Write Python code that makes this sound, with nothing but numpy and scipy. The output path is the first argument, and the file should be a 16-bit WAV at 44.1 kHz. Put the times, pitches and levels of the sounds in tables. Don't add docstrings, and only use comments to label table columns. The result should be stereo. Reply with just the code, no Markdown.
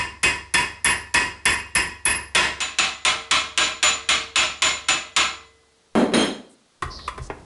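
import sys
import numpy as np
from scipy import signal
from scipy.fft import rfft, irfft, next_fast_len
from scipy.io import wavfile
from scipy.ndimage import uniform_filter1d

SR = 44100
rng = np.random.default_rng(int(sys.argv[2]) if len(sys.argv) > 2 else 0)


def wrap_up_sound(samples):
    columns = np.atleast_2d(samples).T
    tamed = np.clip(columns, -1, 1)
    steps = np.round(tamed * 32767).astype(np.int16)
    wavfile.write(sys.argv[1], SR, steps)


N = 328545
LEAD = SR // 4
T = np.arange(SR) / SR


def amp(db):
    return 10 ** (np.asarray(db) / 20)


def unit(x):
    return x / np.sqrt(np.sum(x ** 2) + 1e-20)


def along(points, hz):
    point_hz, value = np.transpose(points)
    return np.interp(np.log(hz + 1), np.log(point_hz + 1), value)


def filtered(x, response):
    n = x.shape[-1]
    padded = next_fast_len(n + 8192)
    spectrum = rfft(x, padded) * response(np.fft.rfftfreq(padded, 1 / SR))
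    return irfft(spectrum, padded)[..., :n]


def add(track, s, sound):
    start = max(round(s * SR) + LEAD, 0)
    part = track[:, start:start + sound.shape[-1]]
    part += sound[..., :part.shape[-1]]


def ring(modes, attack=.0001, scatter_db=1):
    hz, width, db = np.transpose(modes)[:, :, None]
    signs = (-1) ** np.arange(len(hz))[:, None]
    size = amp(db + scatter_db * rng.standard_normal(hz.shape)) * width * signs
    t = T.astype(np.float32)
    decay = np.exp(np.maximum(np.float32(-np.pi * width) * t, -20))
    tones = np.float32(size) * decay * np.sin(np.float32(2 * np.pi * hz) * t)
    onset = 1 - np.exp(-np.minimum(T / attack, 10) ** 2)
    return unit(tones.sum(0) * onset)


def pulse(spectrum, size=4096, low_hz=110):
    hz = np.fft.rfftfreq(size, 1 / SR)
    bass_loss = (hz + 1) ** 2 / (hz ** 2 + low_hz ** 2)
    cepstrum = irfft(np.log(amp(along(spectrum, hz)) * bass_loss))
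    cepstrum[1:size // 2] *= 2
    cepstrum[size // 2 + 1:] = 0
    return np.pad(unit(irfft(np.exp(rfft(cepstrum)))), (0, len(T) - size))


# (frequency [Hz], side relative to mid [dB])
SIDE_LEVEL = [(60, -29), (110, -14), (200, -16), (1000, -8), (5000, -7.5), (10000, -10)]


def pair(n):
    mid, side = rng.standard_normal((2, n))
    side = filtered(side, lambda hz: amp(along(SIDE_LEVEL, hz)))
    return np.array([mid + side, mid - side])


# (frequency [Hz], time to fall by 60 dB [s])
ROOM_DECAY = [(60, 0.49), (250, 0.49), (1000, 0.45), (2500, 0.38), (5000, 0.42), (10000, 0.31)]
TAIL = round(.7 * SR)
BUILD_CYCLES = 3.2


def workshop(x, direct_db, room_db, build):
    hz, t, grid = signal.stft(pair(TAIL), SR, nperseg=256)
    cycles = (t + t[1] / 2) * (hz[:, None] + hz[1] / 2)
    swell = 1 - np.exp(-(cycles / BUILD_CYCLES) ** 2)
    fade = amp(-60 * t / along(ROOM_DECAY, hz)[:, None])
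    tail = signal.istft(grid * swell * fade, SR, nperseg=256)[1][:, :TAIL]
    response = amp(room_db) * unit(tail * (1 - np.exp(-T[:TAIL] / build)))
    response[:, 0] += amp(direct_db)
    wet = signal.fftconvolve(x[None], response, axes=1)[:, :len(T)]
    return unit(wet) * np.sqrt(np.sum(x ** 2) * np.sum(response ** 2))


# (frequency [Hz], level [dB])
AIR_COLOUR = [(15, -31), (25, -9.5), (141, -5.5), (288, -6.5), (444, -5), (559, -8), (2000, -12.5),
              (2210, -14), (4070, -11.5), (11000, -20), (14300, -50), (22000, -120)]


def air():
    noise = filtered(pair(N + LEAD), lambda hz: amp(along(AIR_COLOUR, hz)))
    return amp(-61) * noise / noise.std()


# (frequency [Hz], level [dB])
SNAP_COLOUR = [(200, -51.5), (1000, -14), (2500, -13), (4000, -7.5), (6000, 1.5), (8500, 1), (11000, -10.5)]
SNAP_S = 0.011


def snap():
    noise = filtered(pair(len(T)), lambda hz: amp(along(SNAP_COLOUR, hz)))
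    return unit(noise * np.exp(-T / SNAP_S))


# (time [s], strength [dB], hammer ring relative to it [dB], ping relative to it [dB])
FLAT_BLOWS = [(-.075, 22.5, -25, -18), (0.231, 23, -20, -20.5), (0.539, 24, -15, -14.5),
              (0.845, 23, -4.5, -17.5), (1.141, 24.5, -21, -21.5), (1.454, 23.5, -11.5, -16),
              (1.751, 20.5, -8.5, -41), (2.053, 22, 0, -16), (2.349, 26.5, -23.5, -13.5)]
# (frequency [Hz], width [Hz], level [dB])
SHANK_MODES = [(360, 50, -6.5), (979.7, 29.4, 6), (1091, 49, -2.5), (1780, 73, 6.5), (1913, 9.9, 10),
               (2062, 20, 8.5), (2265, 31, 0), (2480, 10, -2.5), (2541, 40, 9), (2783, 14, 7.5),
               (3053, 36, -3.5), (3336, 13, -3), (4200, 77, -17.5), (4940, 110, -11), (5130, 50, -3.5),
               (5780, 40, -15), (7430, 50, -7.5)]
# (frequency [Hz], level [dB])
FLAT_CRACK_COLOUR = [(120, 6.5), (300, 2.5), (650, -5.5), (1400, 2), (1650, 1), (2400, 3.5), (3000, -2),
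                     (3900, -8.5), (5000, -1.5), (6400, -10), (8200, -3), (11000, -9)]
# (frequency [Hz], width [Hz], level [dB])
FLAT_HEAD_MODES = [(10560, 30, 0)]
# (frequency [Hz], width [Hz], level [dB])
PING_MODES = [(3420, 12, -2), (4350, 16, -15)]
# (frequency [Hz], width [Hz], level [dB])
BENCH_MODES = [(47, 3.9, -3), (56.7, 6.4, -5), (69.75, 1.8, 3), (91.7, 2, -2), (172, 9, -8.5)]
# (frequency [Hz], width [Hz], level [dB])
SEATED_MODES = [(333, 46, -12), (622.4, 25, -3.5), (764, 37, -6), (1038, 45, 1), (1164, 83, -2.5),
                (1326, 49, 2), (1625, 10, 0.5), (2140, 14, 3), (2396, 140, 0), (2613, 69, 3),
                (2830, 12, -1.5), (2980, 62, -3), (3344, 24, 3), (3970, 20, 2), (4310, 8.3, -3),
                (5360, 89, -11), (6070, 23, -7.5), (9000, 150, -11)]
# (frequency [Hz], level [dB])
BALL_CRACK_COLOUR = [(120, -7), (300, -8), (550, -16.5), (850, -9.5), (1500, -1.5), (2500, 1.5), (3700, 2),
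                     (5000, -9), (7200, -7.5), (8300, -14.5), (9300, -14.5), (11000, -23.5)]
# (frequency [Hz], width [Hz], level [dB])
JAW_MODES = [(428, 34, 6.5), (736, 360, 4.5), (1100, 29, -13.5), (1347, 250, -2.5), (1750, 120, -22.5),
             (2730, 110, -24)]
# (frequency [Hz], width [Hz], level [dB])
VISE_MODES = [(452.2, 1.3, -5), (2019, 2.1, -4), (3924, 4, -16)]
SEATED_FROM = 2.2
FLAT_CRACK_DB, FLAT_SNAP_DB = -5.5, -19


def flat_blows(track):
    for s, db, head_db, ping_db in FLAT_BLOWS:
        steel = ring(SHANK_MODES)
        crack = amp(FLAT_CRACK_DB) * pulse(FLAT_CRACK_COLOUR)
        head = amp(head_db) * ring(FLAT_HEAD_MODES, attack=0.00035)
        force = amp(db) * amp([[.4], [-.4]])
        add(track, s, force * workshop(steel, direct_db=-30, room_db=-0.5, build=0.004))
        add(track, s, force * workshop(crack, direct_db=-29, room_db=-0.5, build=0.003))
        add(track, s, force * workshop(head, direct_db=-4.5, room_db=-3.5, build=.002))
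        add(track, s, force * amp(FLAT_SNAP_DB) * snap())
        add(track, s, force * amp(ping_db) * ring(PING_MODES, attack=0.012))
        add(track, s, amp(1.5) * ring(BENCH_MODES, attack=0.0036))
        if s > SEATED_FROM:
            vise = amp(-10.0) * ring(SEATED_MODES) + amp(-6) * pulse(BALL_CRACK_COLOUR)
            vise += amp(-15.5) * ring(JAW_MODES) + amp(-27) * ring(VISE_MODES)
            add(track, s, force * workshop(vise, direct_db=-33, room_db=1, build=0.004))


# (time [s], strength [dB], hammer ring relative to it [dB])
BALL_BLOWS = [(2.604, 14.5, -9), (2.786, 23.5, -12.5), (3.05, 23.5, -17), (3.311, 24.5, -22.5),
              (3.576, 25, -13), (3.828, 25.5, -6), (4.089, 24, -15.5), (4.358, 26, -11), (4.621, 25, -8),
              (4.885, 21, -9), (5.164, 24.5, -14.5)]
# (frequency [Hz], width [Hz], level [dB])
BALL_HEAD_MODES = [(6999, 13, 0), (7012, 16, -4), (10640, 12, -20)]
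BALL_CRACK_DB, BALL_SNAP_DB = -1.85, -15.5


def ball_blows(track):
    for s, db, head_db in BALL_BLOWS:
        steel = amp(-3.0) * ring(SEATED_MODES, scatter_db=2) + amp(-28.5) * ring(VISE_MODES)
        crack = amp(BALL_CRACK_DB) * pulse(BALL_CRACK_COLOUR)
        head = amp(head_db) * ring(BALL_HEAD_MODES, attack=0.0017)
        force = amp(db) * amp([[.2], [-.2]])
        add(track, s, force * workshop(steel, direct_db=-26.5, room_db=-0.5, build=.0005))
        add(track, s, force * workshop(crack, direct_db=-22, room_db=-0.5, build=.0004))
        add(track, s, force * workshop(head, direct_db=-6.5, room_db=-3.5, build=0.0033))
        add(track, s, force * amp(BALL_SNAP_DB) * snap())
        add(track, s, force * amp(-31) * ring(BENCH_MODES, attack=.015))


# (time [s], click [dB], knock [dB], thump [dB])
BOLT_SHIFTS = [(5.631, -33, -39, -60), (6.823, 6, 4, 2.5), (6.99, -12, -25, -24), (7.078, 4.5, -26, -16),
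               (7.178, -4.5, -1, 2), (7.300, -20, 8.5, -12.5)]
# (frequency [Hz], width [Hz], level [dB])
BOLT_MODES = [(600, 70, -17), (1016, 50, 3.5), (1280, 130, -12), (1930, 130, -5.5), (2600, 120, -31),
              (3350, 90, -15)]
# (frequency [Hz], level [dB])
CLICK_COLOUR = [(100, -4), (1200, -2.5), (3000, -16.5), (5000, -20), (10500, -20)]
# (frequency [Hz], level [dB])
KNOCK_COLOUR = [(80, 8), (220, -2.5), (420, 2), (1900, -8), (4000, -23.5), (10000, -72)]
# (frequency [Hz], width [Hz], level [dB])
THUMP_MODES = [(42.4, 8, -11.5), (54, 14, -27), (74.3, 22, -3.5), (126, 20.5, -6.5)]
CHATTER_S, THUMP_DELAY_S = 0.012, .0124


def grip(track):
    for s, click_db, knock_db, thump_db in BOLT_SHIFTS:
        click = amp(click_db) * (ring(BOLT_MODES) + amp(-6.0) * pulse(CLICK_COLOUR))
        knock = amp(knock_db) * (ring(JAW_MODES) + amp(-0.5) * pulse(KNOCK_COLOUR))
        rattle = unit(rng.standard_normal(len(T)) * np.exp(-T / CHATTER_S))
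        chatter = signal.fftconvolve(click + knock, rattle)[:len(T)]
        contact = amp(-10) * (click + knock) + chatter
        add(track, s, workshop(contact, direct_db=-1.5, room_db=-6.0, build=0.0009))
        add(track, s + THUMP_DELAY_S, amp(thump_db) * ring(THUMP_MODES, attack=0.031))


BOUNCE_SHRINK = .94


def bounces(s, flight, count):
    flights = flight * BOUNCE_SHRINK ** np.arange(count)
    return s + np.cumsum(flights) - flights


# (time [s], wood [dB], steel [dB], first flight [s])
HAMMER_LANDINGS = [(5.953, 20.5, -0.5, .023), (6.121, 9, -28, 0.028), (6.137, 19, 14.5, .034)]
# (frequency [Hz], level [dB])
WOOD_COLOUR = [(40, -51.5), (130, -23), (250, -6), (500, -5), (900, -15.5), (1800, -23), (4000, -36.5),
               (5500, -46), (11000, -42.5)]
# (frequency [Hz], width [Hz], level [dB])
BOARD_MODES = [(203.7, 30, 3), (235, 18, 8.5), (276, 27, 4.5), (352, 46, -3), (391, 15, 2.5),
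               (497, 50, -18.5), (695, 45, -27.5)]
# (frequency [Hz], width [Hz], level [dB])
TOOL_MODES = [(3210, 50, 1.5), (3480, 50, -8), (3800, 40, -8), (4130, 50, 1), (5260, 45, -14),
              (5835, 45, -16), (6450, 40, -9), (6720, 50, -12), (7480, 22, -6), (8320, 50, -15),
              (9100, 35, -6), (9490, 45, -10), (10560, 45, -15)]
# (frequency [Hz], level [dB])
CLATTER_COLOUR = [(200, -12), (700, 1.5), (1600, 10), (2500, 7.5), (4000, 0.5), (6000, -10), (10500, -12)]
BOARD_DB = 0.5
WOOD_LOSS_DB, STEEL_LOSS_DB = 3, 3


def hammer_drop(track):
    wood_side, steel_side = amp([[-1.1], [1.1]]), amp([[.4], [-.4]])
    for start, wood_db, steel_db, flight in HAMMER_LANDINGS:
        for k, s in enumerate(bounces(start, flight, count=4)):
            wood = amp(wood_db - WOOD_LOSS_DB * k) * pulse(WOOD_COLOUR)
            board = amp(wood_db + BOARD_DB - WOOD_LOSS_DB * k) * ring(BOARD_MODES)
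            clank = ring(TOOL_MODES, scatter_db=4) + amp(-1.0) * pulse(CLATTER_COLOUR)
            steel = amp(steel_db - STEEL_LOSS_DB * k) * clank
            add(track, s, wood_side * workshop(wood, direct_db=-14, room_db=-2.5, build=0.0022))
            add(track, s, wood_side * workshop(board, direct_db=-9.5, room_db=-4.5, build=.001))
            add(track, s, steel_side * workshop(steel, direct_db=-19, room_db=-1.5, build=0.00094))


# (time [s], length [s], centre [Hz], width [octaves], level [dB])
RUB_STROKES = [(6.487, 0.066, 8700, 0.25, -59), (6.895, .1, 4810, 0.19, -39.5),
               (6.959, 0.14, 4220, 0.25, -43.5), (7.209, 0.081, 6200, 0.5, -48)]


def rubs(track):
    for s, length, centre_hz, octaves, db in RUB_STROKES:
        def band(hz):
            return np.exp(-.5 * (np.log2((hz + 1) / centre_hz) / octaves) ** 2)
        hiss = filtered(pair(round(length * SR)), band)
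        stroke = hiss / hiss.std() * signal.windows.tukey(hiss.shape[1], .5)
        add(track, s, amp(db) * stroke)


# (frequency [Hz], level [dB])
RUMBLE_COLOUR = [(20, -16.5), (40, -0.5), (75, 5), (110, -11), (170, -9.5), (350, -14.5), (700, -16.5),
                 (2000, -32), (10000, -37)]
LEAN_S, LEAN_DB, LEAN_FADE_DB_PER_S = 6.815, -42, 5


def lean(track):
    noise = filtered(pair(len(T)), lambda hz: amp(along(RUMBLE_COLOUR, hz)))
    onset = 1 - np.exp(-T / 0.0097)
    level = amp(LEAN_DB - LEAN_FADE_DB_PER_S * T)
    add(track, LEAN_S, level * onset * noise / noise.std())


def limiter(x, ceiling_db=-13.0, release_db=110, window=0.0013, attack=0.0011, deaf_hz=260):
    heard = filtered(x, lambda hz: hz / np.hypot(hz, deaf_hz))
    power = np.abs(uniform_filter1d(np.mean(heard ** 2, 0), max(round(window * SR), 1)))
    over = np.maximum(10 * np.log10(power + 1e-12) - ceiling_db, 0)
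    ramp = release_db * np.arange(x.shape[1]) / SR
    held = np.maximum.accumulate(over + ramp) - ramp
    return x * amp(-uniform_filter1d(held, max(round(attack * SR), 1)))


TOP_HZ = 11100


def scene():
    track = air()
    for source in (flat_blows, ball_blows, grip, hammer_drop, rubs, lean):
        source(track)
    band_limited = filtered(track, lambda hz: 1 / (1 + (hz / TOP_HZ) ** 140))
    return limiter(band_limited)[:, LEAD:]


def record(dry):
    rounded = dry / (1 + (dry / .7) ** 4) ** .25
    return filtered(rounded, lambda hz: hz / np.hypot(hz, 25) / np.sqrt(1 + (hz / TOP_HZ) ** 50))


dry = scene()
out = record(dry)
wrap_up_sound(out)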